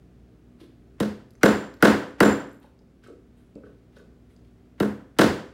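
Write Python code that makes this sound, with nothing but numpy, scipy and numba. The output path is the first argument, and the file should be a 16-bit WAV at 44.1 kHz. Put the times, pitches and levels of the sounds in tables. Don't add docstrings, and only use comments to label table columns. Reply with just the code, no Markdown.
import sys
import numpy as np
from scipy import signal
from scipy.fft import rfft, irfft
from scipy.io import wavfile
from scipy.ndimage import uniform_filter1d, minimum_filter1d
from numba import njit

SR = 44100
rng = np.random.default_rng(int(sys.argv[2]) if len(sys.argv) > 2 else 0)


def gain_from_db(level_db):
    decades = np.asarray(level_db, float) / 20
    return 10 ** decades


def persist_wave(psi):
    counts = np.round(np.clip(psi, -1, 1) * 32767).astype(np.int16)
    wavfile.write(sys.argv[1], SR, np.atleast_2d(counts).T)


N = 244093
T = np.arange(N) / SR
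TOP_HZ, STEADY_TOP_HZ, BASS_HZ = 17100, 15750, 45


def on_log_hz(table, hz):
    f, v = np.transpose(table)
    return np.interp(np.log(np.maximum(hz, 1)), np.log(f), v)


def coloured(table, size):
    hz = np.arange(size // 2 + 1) * SR / size
    return irfft(rfft(rng.standard_normal(size)) * gain_from_db(on_log_hz(table, hz)), size)


def unit(x):
    return x / np.sqrt(np.mean(x ** 2))


def band(x, lo_hz, hi_hz):
    return signal.sosfilt(signal.butter(2, [lo_hz, min(hi_hz, SR / 2.1)], "band", fs=SR, output="sos"), x)


def low_pass(x, hz):
    return signal.sosfilt(signal.ellip(8, .2, 60, hz, fs=SR, output="sos"), x)


def ring(modes, lag_s=0., rise_s=1e-4, scatter_db=3.5, detune=0.0089, size=30000):
    hz, db, t60 = np.transpose(modes)[:, :, None]
    level_chance, pitch_chance = rng.standard_normal((len(modes), 2)).T[:, :, None]
    t = np.maximum(np.arange(size) / SR - lag_s * np.sqrt(300 / hz), 0)
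    decay = (1 - np.exp(-t / rise_s)) * gain_from_db(-60 * t / t60)
    tone = np.sin(2 * np.pi * hz * (1 + detune * pitch_chance) * t)
    return np.sum(gain_from_db(db + scatter_db * level_chance) * decay * tone, axis=0)


def add(out, s, x):
    i = int(s * SR)
    out[i:i + len(x)] += x[:N - i]


# pitch_hz, level_db (rms)
HUM_TONES = [(59.2, -59.5), (118.4, -63.5), (177.6, -66.5), (242.2, -62.5), (306.8, -71), (387.6, -68.5),
             (446.8, -76.5)]
# pitch_hz, density_db (per Hz)
AIR_COLOUR = [(15, -34.5), (25, -13.5), (58, -3.5), (192, -8), (245, -8), (389, -15), (568, -21.5),
              (706, -22.5), (878, -31.5), (1320, -30.5), (1640, -33), (14800, -54), (16500, -42.5)]
AIR_DB = -63.5


def background():
    air = coloured(AIR_COLOUR, N)
    air = air * gain_from_db(AIR_DB) / np.std(band(air, 340, 16000))
    for hz, db in HUM_TONES:
        waver = unit(uniform_filter1d(rng.standard_normal(N), SR // 8))
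        hum = np.sin(2 * np.pi * (hz * T + rng.random()))
        air = air + np.sqrt(2) * gain_from_db(db + 1.5 * waver) * hum
    return air


# start_s, level_db, pitch_hz
SNAPS = [(0.606, -60, 4500), (1.741, -61, 12900), (2.6, -62.5, 13000), (1.306, -59, 4900),
         (1.307, -57.5, 10500), (1.336, -68, 10050), (1.352, -54.5, 1750), (1.353, -61, 6400),
         (1.740, -48.5, 4445), (2.082, -61, 11200), (2.33, -60, 12000), (2.494, -67, 11460),
         (2.515, -63.5, 8040), (2.53, -60.5, 12940), (2.546, -63.5, 9880), (2.791, -63, 5020),
         (3.039, -60.5, 7430), (3.074, -59.5, 7700), (3.1, -72, 7820), (3.553, -61, 4530),
         (3.555, -63, 7300), (3.964, -56, 3028), (3.975, -59.5, 4500), (3.985, -63, 6910),
         (4.364, -59.5, 4760)]
TICK_T60_S = 0.01


def ticks():
    out, t = np.zeros(N), np.arange(2048) / SR
    for s, db, hz in SNAPS:
        noise = band(rng.standard_normal(len(t)), 0.65 * hz, 1.3 * hz)
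        snap = unit(band(noise, .5 * hz, 2 * hz))
        mode = ring([(hz, 0, 1.5 * TICK_T60_S)], size=len(t))
        add(out, s, gain_from_db(db - 60 * t / TICK_T60_S) * snap + gain_from_db(db - 2) * mode)
    return out


# loudest_s, level_db, treble_db (re level), fade_s
STROKES = [
    (.608, -55.5, -14, 0.087),
    (2.629, -59, -11.5, 0.056),
    (3.04, -59.5, -17, 0.16),
    (3.37, -74.5, -4, 0.46),
    (3.65, -70, -14, 0.23),
    (3.929, -70.5, -14.5, 0.14),
    (3.968, -60.5, -14, 0.096),
    (4.3, -71, -7, 0.22),
    (4.45, -69.5, -13, 0.041),
]
RUB_RISE_S = 0.0532


def rubs(grain_db=-7.0):
    out = np.zeros(N)
    grain_levels = np.repeat(rng.exponential(size=N // 40 + 1), 40)[:N]
    grains = rng.standard_normal(N) * gain_from_db(grain_db * grain_levels)
    body, hiss = unit(band(grains, 610, 4240)), unit(band(grains, 4600, 11000))
    for s, db, treble_db, fade_s in STROKES:
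        away = np.maximum((s - T) / RUB_RISE_S, (T - s) / fade_s)
        out += gain_from_db(db - 60 * away) * (body + gain_from_db(treble_db) * hiss)
    return out


# pitch_hz, level_db, t60_s
BENCH_MODES = [(81.14, -19.5, 0.075), (97, -21.5, 0.44), (133.7, -19, 0.47), (209, -1, 0.36),
               (225.3, -5, 0.18), (278, -14, 0.66), (314, -13, 0.1), (337.4, -14.5, 0.3), (376.8, -6, 0.22),
               (420.3, -4.5, .3), (452, 1.5, 0.21), (499, -12, 0.43), (534, -8.5, 0.23), (675, -24.5, 0.2)]
# start_s, thud_db, thud_hz, knock_db (re thud), knock_hz
SET_DOWNS = [(0.613, -35, 345, -16.5, 1360), (2.643, -45.5, 560, 3.5, 850), (2.809, -55, 520, -2, 861),
             (3.037, -53.5, 460, 3, 1566), (3.063, -45, 370, 0, 1314), (3.083, -34.5, 365, -12, 1150),
             (3.1, -34.5, 384, -27.5, 1280), (3.555, -34.5, 246, -17, 2330), (3.557, -34, 426, -22, 1300),
             (3.575, -43, 505, -9, 912), (3.636, -38, 408, -4.5, 1325), (3.67, -44, 440, -5.5, 1108),
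             (3.967, -41, 500, -2, 1510), (4.001, -47, 515, -6, 1187)]
SWELL_S = 0.0024


def knocks():
    out = np.zeros(N)
    for s, db, thud_hz, knock_db, hz in SET_DOWNS:
        near = [(f, g / 2 - 45 * np.log2(f / thud_hz) ** 2 - 3, 0.38 * t60) for f, g, t60 in BENCH_MODES]
        thud = ring(near + [(thud_hz, -4, .06)], rise_s=SWELL_S, lag_s=0.0018, size=8192)
        beam = [(hz, 0, .02), (1.11 * hz, -4, .015), (1.68 * hz, -14, .012)]
        add(out, s, gain_from_db(db) * thud)
        add(out, s, gain_from_db(db + knock_db) * ring(beam, rise_s=0.0015, size=4096))
    return out


# pitch_hz, density_db (per Hz)
SMEAR_COLOUR = [(300, -12), (700, -2), (1500, 0), (3000, -10), (6000, -22), (16500, -40)]
SMEAR_DB, SMEAR_S = -46, .021


def smear():
    out, size = np.zeros(N), int(SMEAR_S * SR)
    for s, db, *_ in STRIKES:
        noise = unit(coloured(SMEAR_COLOUR, 1024))[:size]
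        add(out, s - SMEAR_S, gain_from_db(db + SMEAR_DB + np.linspace(-2, 4, size)) * noise)
    return out


# pitch_hz, density_db (per Hz)
SHOCK_COLOUR = [(35, -39), (60, -9), (320, 5.5), (478, 0.5), (697, -8.5), (1200, -13), (1480, -11.5),
                (2110, -20), (2370, -25), (3150, -26.5), (6390, -36.5), (15300, -43), (16800, -44)]
SHADE_HZ = [120, 350, 1500, 4500, 13000]


def pulse(shades_db, spread_s, knee_hz=150, size=4096):
    hz = np.arange(size // 2 + 1) * SR / size
    shades = list(zip(SHADE_HZ, shades_db))
    gain = gain_from_db(on_log_hz(SHOCK_COLOUR, hz) + on_log_hz(shades, hz))
    turns = spread_s * 400 * np.log(1 + hz / knee_hz) + .0005 * hz
    shock = irfft(gain * np.exp(-2j * np.pi * turns), size)
    return shock / np.abs(shock).max()


def crackle(grain_db=3.5, size=4096):
    t = np.arange(size) / SR
    grains = rng.standard_normal(size) * gain_from_db(grain_db * rng.exponential(size=size))
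    fade = np.exp(-t / 0.0027) + 0.25 * np.exp(-t / 0.013)
    return unit(low_pass(band(grains, 1500, 15000), STEADY_TOP_HZ)) * fade


def bench_boom(db, thump_db, spread_s):
    modes = []
    for hz, mode_db, t60 in BENCH_MODES:
        tilt = .8 if hz < 250 else -1.5 if hz < 300 else .1
        modes.append((hz, mode_db + thump_db * tilt, t60))
    return gain_from_db(db + BENCH_DB) * ring(modes, lag_s=spread_s, rise_s=0.008, detune=.005, size=22000)


# start_s, level_db, wall_db (share of the walls), hardness_db, rebound_db
STRIKES = [
    (1.002, -17.5, -1, 5.5, -17),
    (1.432, -5, 0, 4, -37),
    (1.8251, -4, 2, 5, -18),
    (2.204, -5, 2, 1, -14),
    (4.801, -14.5, -2, -1.5, -22),
    (5.187, -12.5, 9.5, 6.5, -20),
]
# lag_s (after the blow), level_db
DROPS = [
    (0.025, -8),
    (0.045, -6),
]
# pitch_hz, width_hz, level_db
BEAM_MODES = [(1005, 130, -4.5), (1386, 98, 7), (1994, 140, 0.5), (2480, 170, -10.5), (2704, 170, -8.5),
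              (3560, 43, -21), (4480, 75, -15), (5200, 150, -12)]
# pitch_hz, width_hz, level_db
HANDLE_MODES = [(973, 29, -8.5), (1286, 41, -4), (1724, 21, -12), (2600, 47, -17.5), (2854, 78, -5),
                (3520, 93, -9), (4200, 96, -16), (5500, 120, -50)]
LIGHT_DB, WOOD_PITCH = -9, 1.045
BEAM_DB, BENCH_DB = -4.5, -5.5
THUMP_DB, THUMP_PER_DB = -4, -.49
KNOCK_DB, KNOCK_PER_DB = 5, 0.4
SNAP_PER_HARDNESS = 0.57
SPREAD_S, SPREAD_S_PER_HARDNESS = .0093, -.0003
BODY_DB = 3
DIRECT_DB, SNAP_DB = 4, 4.5


def blows():
    near, far = np.zeros((2, N))
    for s, db, wall_db, crack_db, rebound_db in STRIKES:
        thump_db, knock_db = THUMP_DB + THUMP_PER_DB * db, KNOCK_DB + KNOCK_PER_DB * db
        snap_db = SNAP_PER_HARDNESS * crack_db
        spread_s = SPREAD_S + SPREAD_S_PER_HARDNESS * crack_db
        start = s - .0006
        to_walls = pulse([thump_db, 0, knock_db, crack_db, 0.11 * snap_db], spread_s)
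        add(far, start, gain_from_db(db + wall_db) * to_walls)
        add(near, s, bench_boom(db, thump_db, spread_s))
        shock = pulse([thump_db, BODY_DB, knock_db, crack_db, SNAP_DB + snap_db], spread_s) * gain_from_db(DIRECT_DB)
        wood = HANDLE_MODES if db < LIGHT_DB else BEAM_MODES
        modes = [(WOOD_PITCH * f, g, 2.7 / w) for f, w, g in wood]
        hits = [(0.00029, 0.017)] + [(lag, loss_db + rebound_db) for lag, loss_db in DROPS]
        for lag, loss_db in hits:
            beam = ring(modes, lag_s=.2 * spread_s, rise_s=0.00043, detune=0.02, size=4096)
            contact = low_pass(shock + gain_from_db(crack_db - 20.5) * crackle(), STEADY_TOP_HZ)
            add(near, start + lag, gain_from_db(db + loss_db) * contact)
            add(near, s + lag, gain_from_db(db + knock_db + BEAM_DB + loss_db) * beam)
    return near, far


# pitch_hz, level_db, t60_s
BLADE_MODES = [(7246, 0, .44), (7290, -3, .33), (7205, -5, .25), (7330, -8, .2)]
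STEEL_DB, STEEL_PER_DB, EARNEST_DB = -37.5, 3, -10


def blade():
    out = np.zeros(N)
    for s, db, wall_db, *_ in STRIKES:
        grip_db = 4 * unit(uniform_filter1d(rng.standard_normal(30000), 400))
        steel_db = STEEL_DB + STEEL_PER_DB * min(db + wall_db - EARNEST_DB, 0)
        add(out, s, gain_from_db(steel_db + grip_db) * ring(BLADE_MODES, rise_s=0.033, detune=0.00088))
    return out


DUCK_DB, DUCK_RECOVER_S, BACKGROUND_DB = -3, 0.71, 0.7


def ducking():
    pushed = 0
    for s, db, wall_db, *_ in STRIKES:
        pushed = pushed + gain_from_db(db + wall_db) * (T > s) * np.exp(-np.abs(T - s) / DUCK_RECOVER_S)
    return gain_from_db(BACKGROUND_DB + DUCK_DB * pushed)


# pitch_hz, t60_s
ROOM_T60 = [(60, 0.42), (200, 0.48), (500, 0.49), (1500, 0.46), (4000, 0.45), (8000, 0.44), (12000, 0.34),
            (16000, 0.39)]
# pitch_hz, level_db
ROOM_COLOUR = [(60, 1), (200, -2.5), (500, 0), (1500, 4), (4000, 3.5), (8000, 4), (16000, 5.5)]
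FLUTTER_S, FLUTTER_DB, FLUTTER_FADE_S = .025, 9, 0.03
ROOM_DB, ROOM_RISE_S = 7.5, 0.0085


def reverb_tail(size=32768):
    t, tail = np.arange(size) / SR, 0
    for hz in 45 * 2 ** np.arange(0, 8.6, .5):
        db = on_log_hz(ROOM_COLOUR, hz) - 60 * t / on_log_hz(ROOM_T60, hz)
        tail = tail + gain_from_db(db) * band(rng.standard_normal(size), hz / 1.19, hz * 1.229)
    clumps_db = FLUTTER_DB * np.exp(-t / FLUTTER_FADE_S) * np.cos(2 * np.pi * (t / FLUTTER_S - .15))
    tail = tail * gain_from_db(clumps_db) * (1 - np.exp(-t / ROOM_RISE_S))
    return tail / np.sqrt(np.sum(tail ** 2))


# lag_s, level_db
SLAPS = [
    (.007, -7.5),
    (0.013, -26.5),
    (0.023, -10.5),
    (.031, -14),
]
SIDE_DB, SIDE_HZ = -9, 7000


def shop(near, far):
    response = gain_from_db(ROOM_DB) * reverb_tail()
    for s, db in SLAPS:
        response[int(s * SR)] += gain_from_db(db)
    mid = near + signal.fftconvolve(far, low_pass(response, STEADY_TOP_HZ))[:N]
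    late = np.roll(near, 7)
    side = gain_from_db(SIDE_DB) * band(band(late, SIDE_HZ, 12500), 0.86 * SIDE_HZ, 15000)
    return np.array([mid + side, mid - side])


HANDLING_WET_DB, TICK_WET_DB = -6, -12


def scene():
    near, far = blows()
    handling, snaps = knocks() + rubs(), low_pass(ticks(), STEADY_TOP_HZ)
    far = far + gain_from_db(HANDLING_WET_DB) * handling + gain_from_db(TICK_WET_DB) * snaps
    steady = blade() + smear() + ducking() * background()
    return shop(near + handling + snaps, far) + low_pass(steady, STEADY_TOP_HZ)


@njit
def recover(wanted, step):
    gain, g = np.empty(len(wanted)), 1.
    for i in range(len(wanted)):
        g = min(wanted[i], g + (1 - g) * step)
        gain[i] = g
    return gain


CEILING_DB, RELEASE_S, LOOKAHEAD_S = -3.3, 0.017, 0.0006


def limiter(x):
    ahead = max(int(LOOKAHEAD_S * SR), 3)
    wanted = np.minimum(1, gain_from_db(CEILING_DB) / (np.abs(x).max(axis=0) + 1e-9))
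    gain = recover(minimum_filter1d(wanted, 2 * ahead), 1 / (RELEASE_S * SR))
    return x * uniform_filter1d(gain, ahead)


def band_limit(x):
    return signal.sosfilt(signal.butter(12, 17150, fs=SR, output="sos"), x)


def record(dry):
    low_cut = signal.butter(2, BASS_HZ, "high", fs=SR, output="sos")
    heard = low_pass(signal.sosfilt(low_cut, dry), TOP_HZ)
    mix = limiter(heard)
    return band_limit(mix)


dry = scene()
out = record(dry)
persist_wave(out)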